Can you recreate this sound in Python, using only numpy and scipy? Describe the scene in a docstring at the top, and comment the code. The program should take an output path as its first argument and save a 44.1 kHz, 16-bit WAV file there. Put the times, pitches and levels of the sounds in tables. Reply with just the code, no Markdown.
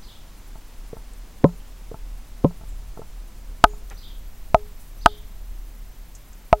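"""A quiet garden heard from a hand-held camera, over rumble, far traffic and hiss. A distant bird whistles
a falling phrase. In the first 3 s fingers tap the camera and the hand bumps it twice, ringing its body,
among faint peeps and rustles. From 3.6 s the zoom switch snaps in and out twice, ringing the casing and
overloading the microphone. Just after the first snap the zoom drive's faint, pulsing whine steps up and
runs to the end; the bird repeats its phrase near 4 s and 5 s."""
import sys
import numpy as np
from scipy import signal
from scipy.fft import rfft, irfft
from scipy.io import wavfile
from scipy.ndimage import uniform_filter1d

SR = 44100
rng = np.random.default_rng(int(sys.argv[2]) if len(sys.argv) > 2 else 0)


def file_out(sig):
    """Save sig as 16-bit WAV at sys.argv[1]."""
    # one column per channel
    cols = np.atleast_2d(sig).T
    # limit, then scale
    lim = np.clip(cols, -1, 1)
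    pcm = np.round(lim * 32767).astype(np.int16)
    wavfile.write(sys.argv[1], SR, pcm)


N = 291060
TIME = np.arange(N) / SR
CUTOFF_HZ = 15900


# t/s, level/dB
SWITCH_PRESSES = [(3.64076, -1), (5.06045, -3.5)]
SWITCH_RELEASES = [(4.5456, 0.042), (6.5286, 0.63)]
# f/Hz, t60/s, press level/dB, release level/dB; the last three, heavily damped, make the crack
CASING_MODES = [(418.8, .4, -29, -25.5), (618.5, 0.062, -16, -0.5), (656.7, 0.022, 9, 18),
                (727.5, .032, 7, 9.5), (846.5, 0.04, 6.5, 7), (1273, 0.0425, 4, 2.5),
                (1516, 0.029, 7.5, -26), (989.6, 0.0058, 33.5, 21), (1107, 0.002814, 40.5, -6),
                (1287.4, 0.0091, 28, 10)]

def zoom_switch():
    """The switch snaps in and springs back, shoving the casing in opposite directions."""
    press_modes = [(hz, t60, db) for hz, t60, db, _ in CASING_MODES]
    release_modes = [(hz, t60, db) for hz, t60, _, db in CASING_MODES]
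    press = snaps(SWITCH_PRESSES, press_modes, direction=1,
                  swell_ms=0.32, drop_ms=0.095, push_db=46.5, sway_db=-8.5)
    release = snaps(SWITCH_RELEASES, release_modes, direction=-1,
                    swell_ms=0.75, drop_ms=0.1, push_db=31.5, sway_db=-10.5)
    return press + release


def snaps(events, modes, direction, swell_ms, drop_ms, push_db, sway_db):
    """The switch dome buckles ever faster; the casing rings and the whole camera sways back."""
    force = sum(from_db(db) * contact(s, swell_ms, drop_ms) for s, db in events)
    sway = from_db(sway_db) * ring(force, hz=34.6, t60=0.091)
    shove = from_db(push_db) * force - sway
    return direction * shove - struck_modes(force, modes)


# t/s, level/dB, force swell/ms
HAND_BUMPS = [(1.443, -1, 0.17), (2.4464, -3.5, 0.34)]
# f/Hz, t60/s, level/dB
BODY_MODES = [(149, 0.059, -2), (173.3, 0.15, -6.5), (257, 0.019, 6.5), (313, 0.019, -1.5),
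              (425.5, 0.23, -29), (427, 0.038, 1), (546, 0.026, 7.5), (572, 0.047, 3), (722, 0.03, -6.5),
              (740, 0.066, -17), (903, 0.068, -12), (985, 0.062, -10.5), (1043, 0.053, -6.5),
              (1296, 0.016, -8), (1297, 0.066, -15.5), (1460, 0.029, -37)]

def bumps(drop_ms=0.22, push_db=30):
    """Soft blows of the hand ring the whole camera body."""
    force = sum(from_db(db) * contact(s, swell_ms, drop_ms) for s, db, swell_ms in HAND_BUMPS)
    return from_db(push_db) * force + struck_modes(force, BODY_MODES)


# t/s, pad level/dB, hold/s, nail level/dB
FINGER_TAPS = [(0.93, -20, .0373, -37.5), (1.436, -22, 0.054, -41), (1.9142, -21.5, 0.028, -32.5),
               (2.44, -19.5, .068, -40.5), (2.992, -22.5, 0.025, -35)]
# nail alone, as the grip shifts: t/s, level/dB
GRIP_TICKS = [(0.555, -41), (2.611, -43), (2.635, -44), (2.973, -34.5), (3.734, -43)]
# f/Hz, t60/s, pad level/dB, nail level/dB
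GRIP_MODES = [(117, 0.022, -6, 8), (453, 0.046, -4, -55), (580, 0.025, -9.5, -15), (663, 0.029, -14, 1.5),
              (883, 0.068, -37, -2), (1090, 0.015, -22, -1), (1350, 0.043, -53, -3.5)]

def taps(swell_ms=0.027, drop_ms=0.16, nail_to_pad_db=-2, pad_to_nail_db=-30):
    """A finger lands on its pad with a thud and lifts off with a brighter flick of the nail."""
    flicks = [(s + hold_s, db) for s, _, hold_s, db in FINGER_TAPS] + GRIP_TICKS
    landings = sum(from_db(db) * contact(s, swell_ms, drop_ms) for s, db, *_ in FINGER_TAPS)
    ticks = sum(from_db(db) * contact(s, swell_ms, drop_ms) for s, db in flicks)
    pad = landings + from_db(nail_to_pad_db) * ticks
    nail = ticks + from_db(pad_to_nail_db) * landings
    return sum((-1) ** k * ring(from_db(pad_db) * pad + from_db(nail_db) * nail, hz, t60)
               for k, (hz, t60, pad_db, nail_db) in enumerate(GRIP_MODES))


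# t/s, level/dB, centre/Hz, width/Hz, t60/s
FRICTION_BURSTS = [(1.134, -48, 7500, 3000, .02), (2.679, -58, 7300, 1190, .25),
                   (3.899, -41.5, 5550, 5990, 0.018), (3.904, -40.5, 663, 1660, .13),
                   (4.789, -52.5, 9730, 8790, .3), (6.148, -44.5, 6870, 2086, 0.073),
                   (6.329, -49, 6750, 1506, .04)]

def rustles(rise_per_t60=0.064):
    """Fine friction: short bursts of band noise that swell and die away."""
    out, t = np.zeros(N), TIME[:SR // 2]
    for s, db, centre_hz, width_hz, t60 in FRICTION_BURSTS:
        low_hz = np.hypot(centre_hz, width_hz / 2) - width_hz / 2
        noise = band_noise(len(t), low_hz, min(low_hz + width_hz, CUTOFF_HZ), order=2)
        rise_s = rise_per_t60 * t60
        envelope = np.minimum(t / rise_s, 1) * from_db(-60 * np.maximum(t - rise_s, 0) / t60)
        add(out, from_db(db) * envelope * noise, s)
    return out


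# main note t/s, gain/dB
BIRD_PHRASES = [(0.100, 1), (4.046, 3), (5.087, 3.5)]
# t/s from the main note, top f/Hz, fall to each end/Hz, length/s, level/dB
BIRD_NOTES = [(-.09, 6150, 450, .03, -60.5), (-.061, 5220, 1795, 0.036, -52.5),
              (-.025, 4510, 810, 0.028, -57.5), (0, 3810, 900, .035, -49.5), (.06, 3350, 382, .03, -58.5)]
# t/s, top f/Hz, level/dB
FAR_PEEPS = [(1.47, 7100, -62), (1.607, 3100, -59), (2.48, 6940, -63), (2.95, 6800, -66),
             (3.703, 7080, -54.5)]

def birds(waver=0.032, arch_power=1.1, peep_fall_hz=500, peep_s=0.025):
    """Each note is a slightly unsteady whistle whose pitch rises and falls in a pointed arch."""
    notes = [(s + offset_s, top_hz, fall_hz, length_s, db + gain_db)
             for s, gain_db in BIRD_PHRASES for offset_s, top_hz, fall_hz, length_s, db in BIRD_NOTES]
    notes += [(s, top_hz, peep_fall_hz, peep_s, db) for s, top_hz, db in FAR_PEEPS]
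    out = np.zeros(N)
    for s, top_hz, fall_hz, length_s, db in notes:
        u = np.linspace(-1, 1, int(length_s * SR))
        jitter = unit_rms(uniform_filter1d(rng.standard_normal(SR // 4), size=60))[:len(u)]
        hz = (top_hz - fall_hz * np.abs(u) ** arch_power) * (1 + waver * jitter)
        whistle = np.sin(2 * np.pi * np.cumsum(hz) / SR)
        add(out, from_db(db) * np.sqrt(1 - u ** 2) * whistle, s - length_s / 2)
    return out


def garden_echo(x, t60=0.48, wet_db=1, build_s=0.011, side_db=-9):
    """Leaves, fences and walls scatter a call into a diffuse tail."""
    t = TIME[:SR * 2 // 3]
    envelope = (1 - np.exp(-t / build_s)) * from_db(-60 * t / t60)
    mid, side = rng.standard_normal((2, len(t))) * envelope / np.linalg.norm(envelope)
    echoes = mid + from_db(side_db) * side * [[1], [-1]]
    return x + from_db(wet_db) * signal.fftconvolve(x[None], echoes, axes=1)[:, :N]


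# f/Hz, relative level/dB
WHINE_TONES = [(11988, 0), (15585, -16), (15644, -13)]

def zoom_drive(on_s=3.83, idle_db=-73.5, run_db=-59.5, pulse_hz=30, idle_rest=0.17, rest_per_s=0.1):
    """The drive whines in pulses: it idles, then runs, resting for a growing share of each cycle."""
    drive_db = np.where(TIME < on_s, idle_db, run_db)
    rest_share = idle_rest + rest_per_s * np.maximum(TIME - on_s, 0)
    gate = uniform_filter1d(1.0 * (TIME * pulse_hz % 1 > rest_share), size=200)
    whine = sum(from_db(drive_db + db) * np.sin(2 * np.pi * hz * TIME) for hz, db in WHINE_TONES)
    return gate * whine


def fizz(rate_hz=10, level_db=-60, spread_db=(-4.8, 3)):
    """The camera adds faint, regular puffs of treble noise, uneven in level."""
    cycles = TIME * rate_hz + 0.67
    puff_index = cycles.astype(int)
    puff_db = level_db + rng.uniform(*spread_db, puff_index[-1] + 1)
    envelope = from_db(puff_db[puff_index]) * np.sin(np.pi * cycles) ** 10
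    return envelope * band_noise(N, low_hz=9000, high_hz=13000, order=1)


# t/s, relative level/dB
HAND_UNSTEADINESS = [(0.0, -45.5), (0.53, -44), (2.54, -41.5), (2.72, -34), (3.29, -43), (3.67, -40),
                     (4.82, -40), (5.04, -38), (5.84, -42.5), (6.6, -48.5)]
# f/Hz, relative density/dB
RUMBLE_SPECTRUM = [(15, -8.5), (27, -9.5), (33, -7), (38.5, 2.5), (45, -14.5), (54, -20.5), (75, -22.5),
                   (110, -30.5), (200, -43.5)]

def hand_rumble(gain_db=5):
    """The unsteady hand makes the camera body rumble."""
    level_db = np.interp(TIME, *np.transpose(HAND_UNSTEADINESS)) + gain_db
    return from_db(level_db) * stereo_noise(RUMBLE_SPECTRUM + [(1000, -82)])


# f/Hz, relative density/dB
TRAFFIC_SPECTRUM = [(60, -2), (120, -2), (220, 0.5), (400, -7.5), (900, -9), (1600, -14.5), (3000, -16.5),
                    (7000, -18.5), (16000, -39)]

def traffic(start_db=-51.5, fade_db_per_s=0.36):
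    """Far traffic slowly recedes."""
    return from_db(start_db - fade_db_per_s * TIME) * stereo_noise(TRAFFIC_SPECTRUM)


# f/Hz, relative density/dB
HISS_SPECTRUM = [(300, -8.5), (2000, 2), (5000, -9), (8000, -2), (12000, -0.5), (16000, -1)]

def hiss(level_db=-58):
    """Steady microphone noise."""
    return from_db(level_db) * stereo_noise(HISS_SPECTRUM)


# f/Hz, left-right correlation
STEREO_CORRELATION = [(30, .9998), (500, .995), (1000, .97), (2000, .95), (4000, .92), (8000, .78),
                      (14000, .66)]

def stereo_noise(spectrum):
    """Coloured noise of unit rms, wider towards the treble."""
    hz = np.fft.rfftfreq(N, 1 / SR)
    correlation = at_hz(STEREO_CORRELATION, hz)
    mid, side = rfft(rng.standard_normal((2, N))) * from_db(at_hz(spectrum, hz))
    channels = np.sqrt(1 + correlation) * mid + np.sqrt(1 - correlation) * side * [[1], [-1]]
    return unit_rms(irfft(channels, N))


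def band_noise(samples, low_hz, high_hz, order):
    """Band-passed noise of unit rms."""
    band = signal.butter(order, [low_hz, high_hz], "band", fs=SR, output="sos")
    return unit_rms(signal.sosfilt(band, rng.standard_normal(samples)))


def contact(s, swell_ms, drop_ms):
    """A force of unit sum that grows exponentially until time s, then collapses."""
    ms = (TIME - s) * 1000
    tau_ms = np.where(ms < 0, swell_ms, drop_ms)
    force = np.exp(-np.minimum(np.abs(ms) / tau_ms, 40))
    return force / force.sum()


def struck_modes(force, modes):
    """Sum of modes; neighbours swing in opposite senses."""
    return sum((-1) ** k * from_db(db) * ring(force, hz, t60, struck=True)
               for k, (hz, t60, db) in enumerate(modes))


def ring(force, hz, t60, struck=False):
    """One mode; a unit click starts a decaying sine of height 1, or a cosine if struck."""
    r, w = from_db(-60 / (t60 * SR)), 2 * np.pi * hz / SR
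    b = [1, -r * np.cos(w)] if struck else [0, r * np.sin(w)]
    return signal.lfilter(b, [1, -2 * r * np.cos(w), r * r], force + 1e-18)


def from_db(db):
    """Decibels to gain."""
    return 10 ** (np.asarray(db) / 20)


def unit_rms(x):
    """Scale to unit rms."""
    return x / np.sqrt(np.mean(x ** 2) + 1e-20)


def at_hz(points, hz):
    """Interpolate on a log-frequency axis."""
    f, value = np.transpose(points)
    return np.interp(np.log(hz + 1), np.log(f), value)


def add(out, sound, s):
    """Mix a sound in from time s on."""
    start = max(round(s * SR), 0)
    out[start:start + len(sound)] += sound[:N - start]


def scene(left_db=0.24, lag_samples=0.12):
    """Knocks in the camera body are dry and reach the right microphone slightly late; birds echo."""
    body = zoom_switch() + bumps() + taps()
    left = from_db(left_db) * body
    right = signal.lfilter([1 - lag_samples, lag_samples], [1], body)
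    near = np.array([left, right]) + zoom_drive() + fizz() + rustles()
    return near + garden_echo(birds()) + hand_rumble() + traffic() + hiss()


def record(dry, knee=15.0):
    """The input overloads with a narrow rounded knee, and the top is cut."""
    clipped = dry / (1 + np.abs(dry) ** knee) ** (1 / knee)
    lowpass = signal.ellip(10, 0.02, 60, CUTOFF_HZ, fs=SR, output="sos")
    return signal.sosfiltfilt(lowpass, clipped)


dry = scene()
out = record(dry)
file_out(out)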